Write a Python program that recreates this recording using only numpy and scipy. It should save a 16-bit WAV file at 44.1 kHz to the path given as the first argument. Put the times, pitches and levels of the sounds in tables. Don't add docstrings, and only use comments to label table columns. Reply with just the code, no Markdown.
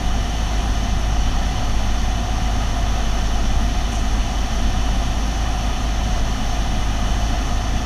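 import sys
import numpy as np
from scipy import signal
from scipy.fft import rfft, irfft, next_fast_len
from scipy.io import wavfile

SR = 44100
rng = np.random.default_rng(int(sys.argv[2]) if len(sys.argv) > 2 else 0)


def bounce(signal):
    frames = np.transpose(np.atleast_2d(signal))
    limited = np.clip(frames, -1, 1)
    pcm = np.round(limited * 32767).astype(np.int16)
    wavfile.write(sys.argv[1], SR, pcm)


N = 346185

DRONE_DB, DRONE_WAVER_DB, DRONE_WAVER_HZ = -21.5, 0.44, 1
ORDER_WAVER_DB, ORDER_WAVER_RAD = 1.3, 0.4
SHAKE_HZ, SHAKE_DB, SHAKE_WAVER_DB, SHAKE_WAVER_HZ = 19.4, -24, 2.5, 1.1
GUST_HZ, GUST_BASS_DB, GUST_RUSH_DB = 0.77, 0.07, 0.14
BASS_HZ, TREBLE_HZ = 300, 1500
RUSTLE_LOW_HZ, RUSTLE_HIGH_HZ = 6460, 9800
RUSTLE_ATTACK_S, RUSTLE_RELEASE_S = .015, .025
ECHO_DB, ECHO_DECAY_S = -18.5, 0.011
RUMBLE_CUT_HZ, TOP_CUT_HZ = 14, 15280


def from_db(db):
    return 10 ** (np.asarray(db) / 20)


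def rms_one(x):
    return x / np.sqrt(np.mean(x ** 2) + 1e-20)


def drift(corner_hz):
    step = 100
    pole = np.exp(-2 * np.pi * corner_hz * step / SR)
    coarse = rng.standard_normal(N // step + 2002)
    slow = signal.lfilter([1], [1, -2 * pole, pole * pole], coarse)[2000:]
    return np.interp(np.arange(N) / step, np.arange(len(slow)), rms_one(slow))


def band(x, edges_hz, kind, order=2):
    return signal.sosfilt(signal.butter(order, edges_hz, kind, fs=SR, output="sos"), x)


def crank_angle():
    # time in seconds, crank speed in turns per minute.
    speed_rows = [(0.0, 1572), (2.5, 1571), (3.3, 1559), (3.65, 1561), (4.2, 1580), (4.8, 1575),
                  (5.4, 1568), (7.0, 1565), (7.5, 1561), (7.85, 1565)]
    time_s, speed_rpm = np.transpose(speed_rows)
    rpm = np.interp(np.arange(N) / SR, time_s, speed_rpm)
    return np.cumsum(rpm) / 60 * 2 * np.pi / SR


def engine(crank):
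    multiples = [4, 6, 8.5, 9, 10, 12, 13, 14, 26, 26.5, 27, 28, 28.5, 30, 30.5, 32.5, 33.5]
    levels_db = [-35.5, -60.5, -54, -48.5, -44, -55.5, -55, -53, -49.5, -53.5, -49, -43, -57, -52, -59,
                 -54.5, -60]
    drone_level = from_db(DRONE_DB + DRONE_WAVER_DB * drift(DRONE_WAVER_HZ))
    out = drone_level * np.sin(2 * crank)
    for multiple, level_db in zip(multiples, levels_db):
        angle = multiple * crank + rng.normal(0, 1.14) + ORDER_WAVER_RAD * drift(1.0)
        out += from_db(level_db + ORDER_WAVER_DB * drift(2.0)) * np.cos(angle)
    return np.sqrt(2) * out


def shake():
    angle = 2 * np.pi * SHAKE_HZ * np.arange(N) / SR + .6 * drift(1.0)
    level = from_db(SHAKE_DB + SHAKE_WAVER_DB * drift(SHAKE_WAVER_HZ))
    return np.sqrt(2) * level * np.sin(angle)


def slipstream(crank):
    gust = drift(GUST_HZ)
    white = rng.standard_normal((2, N))
    bass_flicker_db = 1.13 * drift(10.3)
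    bass = band(white[0], BASS_HZ, "low") * from_db(GUST_BASS_DB * gust + bass_flicker_db)

    blade_pass = 1 + 0.1 * np.cos(2 * crank)
    middle = band(band(white[1], BASS_HZ, "high"), TREBLE_HZ, "low")
    rush = middle * blade_pass * from_db(.5 * drift(7.0))

    edges_hz = TREBLE_HZ * 2. ** np.arange(0, 4, .5)
    for k, (low, high) in enumerate(zip(edges_hz, edges_hz[1:])):
        rush += band(white[k % 2], [low, high], "band") * from_db(.55 * drift(6))
    return bass + rush * from_db(GUST_RUSH_DB * gust)


def rustle():
    # start in seconds, hold in seconds, level in dB against the roar.
    puffs = [(3.908, .035, 3.5), (3.978, .012, 1.5)]
    t = np.arange(N) / SR
    envelope = np.zeros(N)
    for start_s, hold_s, level_db in puffs:
        corners_s = start_s + np.cumsum([0, RUSTLE_ATTACK_S, hold_s, RUSTLE_RELEASE_S])
        envelope += from_db(level_db) * np.interp(t, corners_s, [0, 1, 1, 0])
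    noise = band(rng.standard_normal(N), [RUSTLE_LOW_HZ, RUSTLE_HIGH_HZ], "band")
    grain = from_db(2.0 * drift(40))
    return envelope * grain * noise


def cabin(air):
    # frequency in Hz, level in dB per Hz.
    roar = [(24, -44.5), (45, -42.5), (60, -49), (90, -50), (160, -58), (300, -62.5), (450, -69),
            (900, -73), (1600, -79.5), (2300, -83), (3900, -83), (4900, -88), (7000, -84.5), (8000, -90.5),
            (11800, -95.5), (15200, -101)]
    # centre in Hz, width in Hz, lift in dB.
    resonances = [(200, 35, 3), (240, 100, 5.5), (717, 190, 13), (814, 150, 3.5), (994, 88, 8),
                  (1162, 140, 8), (1247, 60, 7), (1429, 396, 8), (1803, 212, 9.5), (2024, 160, 9),
                  (2378, 480, 11), (2677, 245, 4.5), (3010, 400, 13), (3418, 220, 7.2), (3600, 480, 5.5),
                  (4160, 85, 3), (4470, 660, 10.5), (5426, 800, 10.5), (5805, 500, 7), (6256, 484, 11.3),
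                  (6690, 220, 4), (8620, 550, 4.5), (9935, 1400, 4.5), (10680, 239, 5.5), (11190, 544, 4),
                  (12800, 800, 4.5), (14030, 630, 6.0)]
    # centre in Hz, width in Hz, lift in dB (negative cuts).
    panels = [(1335, 86, 3), (2777, 77, -5.5), (3090, 24, 1.5), (3690, 65, 2), (3970, 130, 3),
              (4385, 48, 2)]
    size = next_fast_len(N)
    hz = np.maximum(np.arange(size // 2 + 1) * SR / size, 1)
    roar_hz, roar_db = np.transpose(roar)
    colour_db = np.interp(np.log(hz), np.log(roar_hz), roar_db)
    for centre_hz, width_hz, lift_db in [*resonances, *panels]:
        colour_db = colour_db + lift_db / (1 + (2 * (hz - centre_hz) / width_hz) ** 2)

    echo_s = np.arange(SR // 10) / SR
    spray = rng.standard_normal(SR // 10) * np.exp(-echo_s / ECHO_DECAY_S)
    spray /= np.sqrt(np.sum(spray ** 2))
    echoes = 1 + from_db(ECHO_DB) * rfft(spray, size)
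    per_hz = np.sqrt(SR / 2)
    return irfft(rfft(air, size) * echoes * from_db(colour_db) * per_hz, size)[:N]


def scene():
    crank = crank_angle()
    air = slipstream(crank) + rustle()
    return (engine(crank) + shake() + cabin(air))[None]


def record(dry):
    passed = band(dry, RUMBLE_CUT_HZ, "high", order=6)
    top_cut = signal.ellip(14, .5, 60, TOP_CUT_HZ, fs=SR, output="sos")
    return signal.sosfilt(top_cut, passed)


dry = scene()
out = record(dry)
bounce(out)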